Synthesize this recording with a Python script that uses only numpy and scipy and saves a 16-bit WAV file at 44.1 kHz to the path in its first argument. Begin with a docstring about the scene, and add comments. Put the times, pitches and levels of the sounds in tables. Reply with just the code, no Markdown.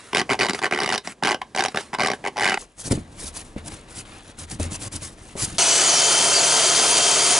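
"""Foam boards on a building site

Three scenes. A heavy foam board is shoved over others and judders in stick-slip bursts. Close by,
a pencil and hands rub a board that rumbles and is knocked now and then. Last, a corded circular saw
runs up to speed and hisses through foam, its gear and blade whining."""
import sys
import numpy as np
from scipy import signal
from scipy.fft import rfft, irfft, next_fast_len
from scipy.io import wavfile
from scipy.ndimage import uniform_filter1d

SR = 44100
rng = np.random.default_rng(int(sys.argv[2]) if len(sys.argv) > 2 else 0)


def log_audio(samples):
    """Write samples as a 16-bit WAV file to the path given in sys.argv[1]."""
    # one column per channel
    frames = np.atleast_2d(samples).T
    # limit to full scale, then quantise
    limited = np.clip(frames, -1, 1)
    pcm = np.round(limited * 32767).astype(np.int16)
    wavfile.write(sys.argv[1], SR, pcm)


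N = 325899
T = np.arange(N) / SR
NEAR_S, SAW_ON_S = 2.582, 5.583  # cuts to the near board and to the saw

# fader ride of the site air: time_s, level_db
AIR_RIDE = [(0, -55.5), (.3, -40), (1.0, -52), (1.2, -51), (1.5, -48.5), (1.9, -46), (2.2, -44), (2.6, -46),
            (2.75, -61), (3.0, -49), (3.5, -47), (4.0, -47.5), (4.4, -53), (4.7, -51), (5.1, -48),
            (5.6, -55)]
# EQ of the air: freq_hz, gain_db
AIR_EQ = [(18, -25), (30, 6), (56, -3), (81, -12.5), (251, -8.5), (596, -15), (1130, -19.5), (1490, -29),
          (1600, -22), (2260, -29), (11000, -35), (14300, -67), (22000, -120)]

# a list per shove; the board slips at each whole step: time_s, steps_travelled, level_db, treble_db
SHOVE_PATHS = [
    [(.1334, 0, -28, 1), (.1483, 1, -22, 0), (.1841, 4, -23, 1), (.1983, 6, -26, 0), (.2164, 8, -25, -1)],
    [(.2956, 0, -28, -7), (.3095, 2, -21, -8), (.3347, 5, -25, -2), (.3543, 7, -40, 0)],
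    [(.392, 0, -28, 0), (.4101, 2, -19, -8), (.4236, 4, -26, -3), (.4496, 7, -26, -3), (.4676, 9, -30, 2),
     (.4872, 10, -27, 0), (.5096, 12, -25, -3), (.5351, 13, -35, 9), (.549, 14, -31, -2)],
    [(.5921, 0, -33, 3)],
    [(.6205, 0, -35, -3), (.6457, 3, -20, -12), (.6665, 5, -23, -12), (.679, 6, -39, -11)],
    [(.7124, 0, -31, -6), (.7269, 1, -20, -13), (.7488, 3, -27, -7), (.7769, 5, -25, -7),
     (.8036, 7, -30, -1), (.8144, 8, -32, -1), (.8469, 13, -28, -2), (.892, 16, -28, 0),
     (.9264, 19, -27, -1), (.9494, 22, -30, 2), (.9597, 23, -33, 2), (.9809, 24, -33, 4)],
    [(1.0763, 0, -34, -1)],
    [(1.2276, 0, -33, -5), (1.2373, 1, -25, -3), (1.2502, 2, -25, -2), (1.2637, 4, -24, -4),
     (1.292, 7, -27, -3), (1.3297, 11, -26, -4), (1.3464, 12, -27, -1)],
    [(1.4188, 0, -35, -4)],
    [(1.5519, 0, -33, -3), (1.5643, 1, -34, 7), (1.5873, 3, -26, -2), (1.6086, 6, -26, -4),
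     (1.6409, 8, -28, 4), (1.6624, 10, -29, 2), (1.6851, 11, -33, 6)],
    [(1.7478, 0, -31, -3), (1.7607, 1, -32, 1), (1.7733, 2, -26, -5), (1.7856, 3, -29, -3)],
    [(1.9336, 0, -32, -8), (1.9505, 2, -30, -3)],
    [(1.9872, 0, -30, -1), (1.9971, 1, -22, -7), (2.0237, 4, -25, -5), (2.0625, 7, -24, -3),
     (2.0736, 8, -31, 6), (2.0873, 9, -25, -4), (2.1176, 11, -25, -1), (2.1366, 12, -28, -6)],
    [(2.2423, 0, -37, -6), (2.2632, 2, -26, -11), (2.2739, 3, -27, -6), (2.2827, 4, -38, -1)],
    [(2.3608, 0, -41, -4), (2.3726, 1, -32, -4), (2.3865, 3, -28, -3), (2.4105, 5, -25, -7),
     (2.4352, 8, -21, -6), (2.4887, 13, -20, -7), (2.5083, 15, -25, -4), (2.5208, 16, -21, -11),
     (2.529, 17, -28, -11), (2.5437, 18, -24, -3), (2.5749, 19, -27, -13)],
]
# resonances favoured by each shove's grip: low_hz, middle_hz, high_hz, extra_thud_db
SHOVE_GRIPS = [(750, 2160, 2940, 0), (760, 2100, 2900, 0), (725, 2060, 4500, 0), (915, 2200, 3600, -9),
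               (753, 1870, 2600, -1.5), (743, 1960, 2860, -1), (730, 1420, 5070, -3.5),
               (880, 1510, 2940, 1), (1040, 2120, 2660, 0), (820, 2100, 2900, 1), (770, 1500, 2940, 1.5),
               (930, 1430, 2600, 0), (750, 2000, 4600, 1), (850, 2060, 2920, -2.5), (837, 1950, 2700, -1)]
# low modes of the shoved board: pitch_hz, width_hz, gain_db
THUD_MODES = [(125, 160, -9.5), (231.4, 88, -3), (409, 50, 1), (703, 175, 3), (831, 130, 0.5),
              (1120, 89, -3.5)]
# its middle modes: pitch_hz, width_hz, gain_db
MID_MODES = [(1610, 140, 1.5), (1920, 280, -5.5), (1953, 244, 2), (2450, 470, -4)]
# its bright crack: pitch_hz, width_hz, gain_db
CRACK_MODES = [(3010, 130, -6), (3680, 230, 0), (4700, 3000, -4), (6000, 1120, -3.5), (6460, 670, -9),
               (10670, 2400, -15)]
# EQ of the rasp between slips: freq_hz, gain_db
RASP_EQ = [(53, -46), (90, -12), (346, 7), (528, -14), (822, -5), (1280, -8), (2030, -15), (2640, -23),
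           (2920, 10.5), (3230, -6.5), (11000, -18), (14300, -60), (22000, -120)]
# boards and knees sliding between shoves: start_s, hold_s, level_db, change_db, rise_s, fall_s
SLIDE_MOVES = [(0, 0.16, -45, -2, .05, 0.058), (.55, .001, -27.5, -2.5, .01, 0.038),
               (.59, .001, -34, 0, 0.054, 0.025), (1.076, .001, -38, -6, 0.035, .03),
               (1.05, 0.073, -38.5, -2.5, 0.017, .025), (1.725, .001, -42, -2, .07, 0.018),
               (1.81, .001, -31.5, 0, 0.083, 0.025), (1.82, 0.082, -40.5, -16, .05, .02),
               (2.145, .001, -40, 0, .01, 0.042), (2.29, .001, -58, -2, .01, .03)]
# EQ of the slides: freq_hz, gain_db
SLIDE_EQ = [(120, -1), (200, 1.5), (778, 0), (1200, 1), (1420, 4), (1570, 0), (2020, 2.5), (3520, -4.5),
            (11000, -6), (14300, -41), (22000, -120)]
# low cut that thins the deep bass of the shoving scene: freq_hz, gain_db
SHOVE_LOW_CUT_EQ = [(30, -21), (70, -0.5), (110, 0), (20000, 0)]

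# pencil and hand on foam: start_s, hold_s, hiss_db, change_db, rise_s, fall_s, extra_scrape_db
STROKE_MOVES = [(2.616, .001, -36, 0.5, .06, .04, -3.5), (2.796, .03, -36.5, -5, 0.031, .04, -6),
                (2.845, 0.036, -37, 4, .03, 0.036, -1.5), (2.918, .001, -22.5, -0.5, 0.021, 0.03, 4),
                (2.934, .001, -35.5, 0, .05, 0.094, 1.5), (3.128, .03, -55, -2, .06, .05, -2),
                (3.194, 0.093, -37, 2.5, 0.035, 0.032, -2.5), (3.368, .001, -30, 1, 0.041, 0.04, -3),
                (3.389, 0.03, -40, -1.5, .04, 0.024, 1), (3.449, .001, -52, 3, .02, 0.14, -5),
                (3.586, .001, -49, -1.5, 0.035, 0.049, 6), (3.682, .001, -31.5, 3.5, .04, 0.014, -1),
                (3.721, .001, -37.5, -2, 0.043, 0.12, 2.5), (3.897, 0.012, -49, 2, 0.039, .08, 3),
                (3.984, 0.027, -33.5, -7.5, 0.07, 0.038, 0.5), (4.055, 0.13, -54.5, 3.5, .015, .1, 4),
                (4.3, .01, -50, 0, 0.22, .035, 1.5), (4.39, 0.058, -37, -4.5, 0.021, 0.014, 0),
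                (4.518, .001, -31.5, 0.5, 0.038, 0.053, 0.5), (4.599, 0.032, -36, 2.5, 0.011, 0.082, 4),
                (4.715, 0.039, -37, 4, .03, 0.033, 1), (4.821, 0.058, -33, -6, 0.038, 0.013, 1.5),
                (4.925, 0.04, -37, 5, 0.015, .03, -1), (5.029, 0.04, -34.5, -3, 0.042, 0.07, -2),
                (5.126, .001, -49, 0, .04, .04, -6), (5.183, .14, -53.5, 4.5, 0.036, 0.09, -1),
                (5.377, 0.059, -33.5, 13, 0.026, 0.048, 2), (5.473, 0.1, -40, -4.5, .05, .04, 2)]
# airy top of a stroke: freq_hz, gain_db
HISS_EQ = [(1470, -44), (2500, -18), (3560, -6), (3830, -5), (4160, -4.5), (4620, -0.5), (4970, -0.5),
           (6870, 2), (8910, 2), (9900, 3), (11000, 2), (14300, -34), (22000, -120)]
# midrange scrape of a stroke: freq_hz, gain_db
SCRAPE_EQ = [(240, -31), (400, 2), (778, 0), (1040, -2.5), (1410, -3), (2240, -3.5), (4000, -6.5),
             (5200, -18), (8800, -120)]
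# handling rumble, before the strokes push it up or down: time_s, level_db
RUMBLE_RIDE = [(2.6, -78), (2.83, -50), (2.98, -32), (3.08, -42.5), (3.35, -53), (3.63, -43), (4.23, -50),
               (4.46, -44.5), (4.59, -38), (4.84, -44), (4.91, -43.5), (5.16, -48), (5.41, -47.5),
               (5.53, -41), (5.6, -46)]
# EQ of the rumble: freq_hz, gain_db
RUMBLE_EQ = [(12, -37), (20, -8), (48, -10), (97, -2.5), (140, -6.5), (266, -12), (323, -7.5), (428, -37),
             (612, -23), (700, -62), (910, -56), (1540, -120)]
# knocks on the near board: start_s, peak_db, hardness_db_per_octave, deepest_mode_db, relative_tick_db
KNOCK_HITS = [(2.857, -28, -2, -2, -20), (2.877, -22, -1, -12, -20), (2.912, -5, -1, -16, -19),
              (2.922, -10, 2, -7, -25), (2.931, -14, 1, -16, -33), (2.976, -17.5, -6, -19, -30),
              (3.21, -48, 2, -1, -20), (3.242, -29, -9.5, -5.5, -5), (3.285, -35, 3, -4, 0),
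              (3.563, -18.5, -2, -7, -22), (3.583, -32, 1, 3, 4), (4.405, -34, -2, 18, -20),
              (4.599, -14.5, 2.5, 12, -6), (4.648, -33, 11, 2, -20), (4.94, -33, -5, 9, -20),
              (5.354, -22, 3, 0, -23), (5.55, -32, -1.5, 2, -25)]
# modes of the near board: pitch_hz, gain_db, t60_s
PANEL_MODES = [(78.5, -5.5, 0.53), (145, -9, 0.14), (200, 1.5, 0.08), (261.4, 6.5, 0.045),
               (344, -3.5, 0.084), (434, 1, 0.046), (550, 0.5, 0.039), (636, -17, 0.039), (867, -16, 0.049)]

# speed of the blade: time_s, turns_per_s
BLADE_SPEED = [(5.58, 73.2), (5.67, 74.1), (5.97, 76.9), (6.12, 77.5), (6.27, 77.95), (6.42, 78.1),
               (6.57, 78.4), (6.72, 78.45), (7.0, 78.48), (7.17, 78.4), (7.32, 78.0), (7.39, 77.7)]
# tones of the blade, 40 being the gear mesh: blade_multiple -> level_db, waver_width_hz
BLADE_PARTIALS = {1: (-57, 4.9), 2: (-50, 1.9), 3: (-47, 19), 4: (-47.5, 4.1), 5: (-43.5, 15),
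                  9: (-38.5, 2.4), 11: (-54, 3.7), 13: (-41, 8), 16: (-41.5, 10), 20: (-44.5, 4.7),
                  39: (-44.5, 8.5), 40: (-32, 2), 41: (-38, 5.9), 42: (-44.5, 6.2), 60: (-33, 23),
                  80: (-37, 30), 90: (-36.5, 35), 119.8: (-43, 37), 120.25: (-29, 15)}
# tones of the motor: motor_multiple -> level_db, waver_width_hz
MOTOR_PARTIALS = {1: (-41, 12), 2: (-49, 13), 3: (-46, 3.4), 5: (-59, 6.1), 6: (-39.5, 10), 8: (-40, 4.1),
                  12: (-40, 30), 19: (-43, 6.4)}
# fader ride of blade and motor tones: time_s, gain_db
WHINE_RIDE = [(5.58, -1), (5.9, -1.5), (6.1, 2.5), (6.4, -1), (6.6, 1), (6.9, 1.5), (7.15, 1), (7.39, -1)]
# hiss of blade and chips: freq_hz, gain_db
CUT_HISS_EQ = [(1000, -35), (1700, -19), (2000, -6.5), (2890, -4), (3100, -3.5), (3350, -4), (3770, -5.5),
               (4210, -2.5), (4550, 0.5), (5160, -3), (5660, -1.5), (6170, 2), (8700, -4), (9480, -5.5),
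               (11000, -7.5), (14300, -43), (22000, -120)]
# body of the cut: freq_hz, gain_db
CUT_BODY_EQ = [(18, -68), (30, -40), (91, -38), (146, -9.5), (184, -16.5), (274, -12.5), (385, -3.5),
               (504, -7.5), (684, 2), (804, -6), (912, -1.5), (1110, -7), (1280, -4), (1770, -9),
               (2200, -11.5), (2860, -36), (4840, -120)]
# gliding whistles in the kerf: start_s, end_s, start_hz, end_hz, width_hz, level_db
KERF_WHISTLES = [(5.568, 6.06, 6080, 5870, 40, -30), (5.575, 5.9, 7960, 8220, 90, -33),
                 (5.85, 5.915, 7250, 6100, 220, -24), (5.89, 6.017, 6240, 5120, 400, -25),
                 (5.7, 5.86, 7750, 7800, 400, -28), (6.07, 6.16, 4700, 4530, 300, -36),
                 (6.345, 6.41, 4730, 4500, 350, -22.5), (6.387, 6.46, 7300, 6100, 300, -26),
                 (6.02, 6.14, 6940, 7200, 80, -26.5), (7.078, 7.22, 6860, 6330, 300, -32),
                 (7.269, 7.39, 7000, 7030, 80, -30)]

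# stereo width, a list per scene: freq_hz, side_over_mid_db
WIDTH_EQS = [(60, -24), (170, -18), (490, -14), (1420, -12.5), (4060, -9.5), (11700, -9)], [(60, -26),
             (170, -15.5), (490, -15), (1420, -4.5), (4060, -8), (11700, -13)], [(60, -27), (170, -20),
             (490, -12), (1420, -8), (4060, -10), (11700, -13)]
# balance, a list per scene: freq_hz, left_over_right_db
BALANCE_EQS = [(60, -0.5), (220, 0), (840, 0), (3120, -1), (11700, -1)], [(60, 1), (220, 0), (840, 2.5),
               (3120, 2.5), (11700, 0)], [(60, 1.5), (220, 0.5), (840, 2.0), (3120, 2), (11700, 0.0)]


def gain_of(db):
    """Decibels to a factor."""
    return 10 ** (np.asarray(db) / 20)


def unit_rms(x):
    """Scales to rms 1."""
    return x / np.sqrt(np.mean(x ** 2) + 1e-20)


def equalise(x, eq):
    """Applies an EQ curve drawn on a log-frequency axis."""
    points_hz, db = np.transpose(eq)
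    size = next_fast_len(N)
    hz = np.fft.rfftfreq(size, 1 / SR)
    response = gain_of(np.interp(np.log(hz + 1), np.log(points_hz + 1), db))
    return irfft(rfft(x, size) * response, size)[:N]


def ride_db(points):
    """A fader ride, silent outside its points."""
    return np.interp(T, *np.transpose(points), left=-120, right=-120)


def resonate(x, hz, width_hz):
    """A gliding resonance: shifts the pitch down to zero, smooths, and shifts back."""
    carrier = np.exp(2j * np.pi * np.cumsum(hz) / SR)
    pole = np.exp(-np.pi * width_hz / SR)
    return 2 * (carrier * signal.lfilter([1 - pole], [1, -pole], x / carrier + 1e-18)).real


def grainy(eq, grain_db, grain_s, patchy_db=0):
    """Noise that flickers like tearing foam beads; patchy_db lets hollows come and go in its colour."""
    flicker = unit_rms(uniform_filter1d(rng.standard_normal(N), int(grain_s * SR)))
    spectrum = signal.stft(rng.standard_normal(N), nperseg=512)[2]
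    patches = uniform_filter1d(rng.standard_normal(spectrum.shape), size=3, axis=0)
    patches = unit_rms(uniform_filter1d(patches, size=9, axis=1))
    noise = signal.istft(spectrum * gain_of(patchy_db * patches), nperseg=512)[1][:N]
    return unit_rms(equalise(noise * gain_of(grain_db * flicker), eq))


def gestures(moves, rest_db):
    """Level in dB of moves that rise, hold and fall, and which move leads at each moment."""
    start, hold, db, change_db, rise, fall = np.transpose(moves)[:6, :, None]
    hop, fade_db = 44, 25  # a rise or a fall spans fade_db
    t = T[::hop]
    away = np.maximum(np.maximum((start - t) / rise, (t - start - hold) / fall), 0)
    each_db = db + change_db * np.clip((t - start) / hold, 0, 1) - fade_db * away
    level_db = np.interp(T, t, np.maximum(each_db.max(axis=0), rest_db))
    return level_db, np.repeat(each_db.argmax(axis=0), hop)[:N]


def site_air():
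    """A low bed of open air that swells and sinks."""
    return gain_of(ride_db(AIR_RIDE)) * grainy(AIR_EQ, grain_db=.54, grain_s=.018)


def walls(x, t60_s, wet_db):
    """Adds a short noisy tail from slab and foam walls."""
    t = np.arange(SR // 3) / SR
    tail = rng.standard_normal(len(t)) * gain_of(-60 * t / t60_s) * (t > .004)
    tail = signal.lfilter([1], [1, -.6], tail)  # foam swallows the treble
    return x + gain_of(wet_db) * signal.oaconvolve(x, tail / np.linalg.norm(tail))[:N]


def slides():
    """Boards and knees brush over foam between the shoves."""
    level_db, _ = gestures(SLIDE_MOVES, rest_db=-120)
    return gain_of(level_db) * grainy(SLIDE_EQ, grain_db=1.2, grain_s=.0027, patchy_db=2.5)


def slips():
    """Time, level, treble and grip of every slip: the board breaks loose once a step."""
    shoves = []
    for path, grip in zip(SHOVE_PATHS, SHOVE_GRIPS):
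        time_s, travel, level_db, treble_db = np.transpose(path)
        steps = np.arange(travel[-1] + 1)
        per_slip = [np.interp(steps, travel, column) for column in (time_s, level_db, treble_db)]
        shoves.append([*per_slip, *np.outer(grip, np.ones(len(steps)))])
    return np.concatenate(shoves, axis=1)


def favoured(modes, grip_hz, draw):
    """The pitch each slip favours: its grip, or else some mode, strong ones more often."""
    grip_share = .6
    hz, _, db = np.transpose(modes)
    odds = np.cumsum(gain_of(3 * db))
    pick = np.clip((draw - grip_share) / (1 - grip_share), 0, 1)
    return np.where(draw < grip_share, grip_hz, hz[np.searchsorted(odds / odds[-1], pick)])


def burst(t, rise_s, fall_s):
    """An envelope that swells up to time zero and dies after it."""
    return np.where(t < 0, np.exp(-(t / rise_s) ** 2), np.exp(-t / fall_s))


def kick(modes, grip_hz, draw, db, rise_s, fall_s, boost_db):
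    """Each slip sends a puff of noise through the board's modes and one favoured resonance."""
    t, hz = np.arange(-300, 1748) / SR, np.fft.rfftfreq(2048, 1 / SR)
    puff = rng.standard_normal((len(db), len(t))) * burst(t, rise_s, fall_s)
    puff[:, 300] -= 9  # the snap itself pulls the air one way
    # no two slips load the board alike
    load, detune = rng.standard_normal((len(db), len(modes), 2)).T[..., None]
    body = 0
    for k, (mode_hz, width_hz, mode_db) in enumerate(modes):
        offset_hz = hz - mode_hz * (1 + .033 * detune[k])
        body += (-1) ** k * gain_of(mode_db + 2 * load[k]) / (1 + 2j * offset_hz / width_hz)
    peak_hz = favoured(modes, grip_hz, draw)[:, None]
    body += gain_of(boost_db) / (1 + 2j * (hz - peak_hz) / (.12 * peak_hz))
    low_cut = hz ** 4 / (hz ** 4 + 100 ** 4)  # a board radiates no deep bass
    sound = irfft(rfft(puff) * body * low_cut)
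    sound /= np.linalg.norm(sound, axis=1)[:, None]
    return sound * gain_of(db)[:, None] * np.sqrt(.012 * SR)


def slip_rasp(time_s, level_db):
    """A gritty rasp swells around each slip and fills the gaps."""
    train = np.zeros(N)
    np.add.at(train, (time_s * SR).astype(int), gain_of(level_db))
    shape = burst(np.arange(-400, 2000) / SR, rise_s=.0034, fall_s=.008)
    envelope = signal.oaconvolve(train, shape)[400:N + 400]
    return envelope * grainy(RASP_EQ, grain_db=2.3, grain_s=.0016)


def shoved_board():
    """Stick-slip judder: each slip kicks the board's modes, and a bright crack follows."""
    jitter_s, spread_db = .0006, 2
    time_s, level_db, treble_db, low_hz, mid_hz, high_hz, extra_db = slips()
    late, strong, heavy, bright = rng.standard_normal((len(time_s), 4)).T
    low, mid, high = rng.random((len(time_s), 3)).T
    time_s += jitter_s * late
    level_db += spread_db * strong
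    thud_db = -26.5 + extra_db + .27 * (level_db + 26.5) + spread_db * heavy  # follows only in part
    crack_db = level_db + treble_db + spread_db * bright - 2
    thud = kick(THUD_MODES, low_hz, low, thud_db, rise_s=.0014, fall_s=.0022, boost_db=3.5)
    ring = kick(MID_MODES, mid_hz, mid, level_db - 1.7, rise_s=.0019, fall_s=.0018, boost_db=3.3)
    crack = kick(CRACK_MODES, high_hz, high, crack_db, rise_s=.0015, fall_s=.0031, boost_db=-.18)
    judder = np.zeros(N)
    samples = ((time_s - .0015) * SR).astype(int)[:, None] + np.arange(-300, 1748)
    np.add.at(judder, samples, thud + ring + np.roll(crack, 30, axis=1))
    return walls(judder + slip_rasp(time_s, level_db - 11), t60_s=.11, wet_db=-15.5)


def rubbing():
    """Pencil and hand hiss and scrape on foam; the handled board rumbles into the microphone."""
    hiss_db, leading = gestures(STROKE_MOVES, rest_db=-66.5)  # a hand rests on it between strokes
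    extra_db = uniform_filter1d(np.transpose(STROKE_MOVES)[-1][leading], size=200)
    scrape_db = extra_db - 50.5 + .56 * (hiss_db + 50.5)  # follows the hiss only in part
    rumble_db = ride_db(RUMBLE_RIDE) + .48 * np.maximum(hiss_db + 49.5, -10)  # firm strokes shake more
    hiss = gain_of(hiss_db) * grainy(HISS_EQ, grain_db=2.3, grain_s=.0051, patchy_db=2)
    scrape = gain_of(scrape_db) * grainy(SCRAPE_EQ, grain_db=1.5, grain_s=.0039, patchy_db=2)
    rumble = gain_of(rumble_db) * grainy(RUMBLE_EQ, grain_db=3.7, grain_s=.019)
    return (hiss + scrape) * (T > NEAR_S) * (T < SAW_ON_S) + rumble


def knocks():
    """Each knock ticks and rings the near board's modes, tuned a little differently every time."""
    out, t = np.zeros(N), np.arange(SR // 4) / SR
    for start_s, peak_db, hardness, deepest_db, tick_db in KNOCK_HITS:
        ring = np.zeros(len(t))
        for k, (hz, mode_db, t60_s) in enumerate(PANEL_MODES):
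            chance = rng.uniform(-1, 1)
            db = mode_db + hardness * np.log2(hz / 200) + deepest_db * (k == 0) + 2.05 * chance
            ring -= gain_of(db - 60 * t / t60_s) * np.sin(2 * np.pi * hz * (1 + .098 * chance) * t)
        ring *= 1 - np.exp(-t / .001)  # foam gives: a soft attack
        tick = gain_of(tick_db) * rng.standard_normal(len(t)) * np.exp(-t / .00059)
        out[int(start_s * SR):][:len(t)] += gain_of(peak_db) * (ring / abs(ring).max() + tick)
    return out


def saw_cut(blade_hz):
    """Blade and chips hiss over a darker body; the feed is nearly even."""
    sway_db = .7 * unit_rms(uniform_filter1d(rng.standard_normal(N), int(.04 * SR)))
    bite = 1 + .03 * np.cos(2 * np.pi * np.cumsum(blade_hz) / SR)  # the blade bites once a turn
    hiss = gain_of(-18 + sway_db) * grainy(CUT_HISS_EQ, grain_db=1.6, grain_s=.0015, patchy_db=.65)
    body = gain_of(-25.5) * grainy(CUT_BODY_EQ, grain_db=.92, grain_s=.01, patchy_db=1.5)
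    return hiss[-len(bite):] * bite + body[-len(bite):]


def saw_whine(t, blade_hz):
    """Wavering tones of blade, gear and motor track the blade's speed."""
    gear_ratio = 40 / 7  # motor turns per blade turn
    tones = [(k * blade_hz, *row) for k, row in BLADE_PARTIALS.items()]
    tones += [(k * gear_ratio * blade_hz, *row) for k, row in MOTOR_PARTIALS.items()]
    fader_db = np.interp(t, *np.transpose(WHINE_RIDE))
    out = np.zeros(len(t))
    for hz, db, width_hz in tones:
        clean = np.sqrt(2) * np.cos(2 * np.pi * np.cumsum(hz) / SR)
        fuzzy = unit_rms(resonate(rng.standard_normal(len(t)), hz, width_hz))
        purity = np.exp(-(width_hz / 16) ** 2)  # narrow tones stay steady, broad ones are all waver
        out += gain_of(db + fader_db) * (purity * clean + np.sqrt(1 - purity ** 2) * fuzzy)
    return out


def kerf_whistles(t):
    """Narrow bands of noise swell, glide and fade in the cut."""
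    out = np.zeros(len(t))
    for start, end, start_hz, end_hz, width_hz, db in KERF_WHISTLES:
        hz = np.interp(t, [start, end], [start_hz, end_hz])
        swell = np.sin(np.pi * np.clip((t - start) / (end - start), 0, 1)) ** .38
        band = resonate(rng.standard_normal(len(t)), hz, width_hz)
        whistle = unit_rms(swell * resonate(band, hz, width_hz))
        out += gain_of(db) * whistle * np.sqrt((end - start) * SR / len(t))
    return out


def circular_saw():
    """The saw runs up to speed in the foam: cut, whine and whistles over mains hum."""
    t = T[int(SAW_ON_S * SR):]
    blade_hz = np.interp(t, *np.transpose(BLADE_SPEED))
    hum = gain_of(-51.5) * np.sqrt(2) * np.sin(2 * np.pi * 120 * t)
    saw = saw_cut(blade_hz) + saw_whine(t, blade_hz) + kerf_whistles(t) + hum
    return np.pad(saw, (N - len(t), 0))


def stereo(mid, width_eq, balance_eq):
    """Two close ports: the side is the mid a quarter turn late, its phases scattered by reflections."""
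    spectrum = signal.stft(mid, nperseg=128)[2]
    scatter_rad = 1.12 * rng.standard_normal(spectrum.shape)
    side = signal.istft(spectrum * -1j * np.exp(1j * scatter_rad), nperseg=128)[1][:N]
    side = equalise(side * np.linalg.norm(mid) / np.linalg.norm(side), width_eq)
    return np.array([equalise(mid + sign * side, [(hz, sign * db / 2) for hz, db in balance_eq])
                     for sign in (1, -1)])


def scene():
    """The shoves, then the near board, both over the site air; then the saw."""
    air = site_air()
    shoving = equalise((shoved_board() + slides() + air) * (T < NEAR_S), SHOVE_LOW_CUT_EQ)
    near = rubbing() + knocks() + air * (T >= NEAR_S)
    return sum(map(stereo, (shoving, near, circular_saw()), WIDTH_EQS, BALANCE_EQS))


def record(dry):
    """Soft overload on the peaks, then a steep high cut."""
    ceiling, cutoff_hz = .46, 11030
    soft = ceiling * np.tanh(dry / ceiling)
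    high_cut = signal.firwin(1501, cutoff_hz, window=("kaiser", 6), fs=SR)
    return signal.oaconvolve(soft, high_cut[None], "same")


dry = scene()
out = record(dry)
log_audio(out)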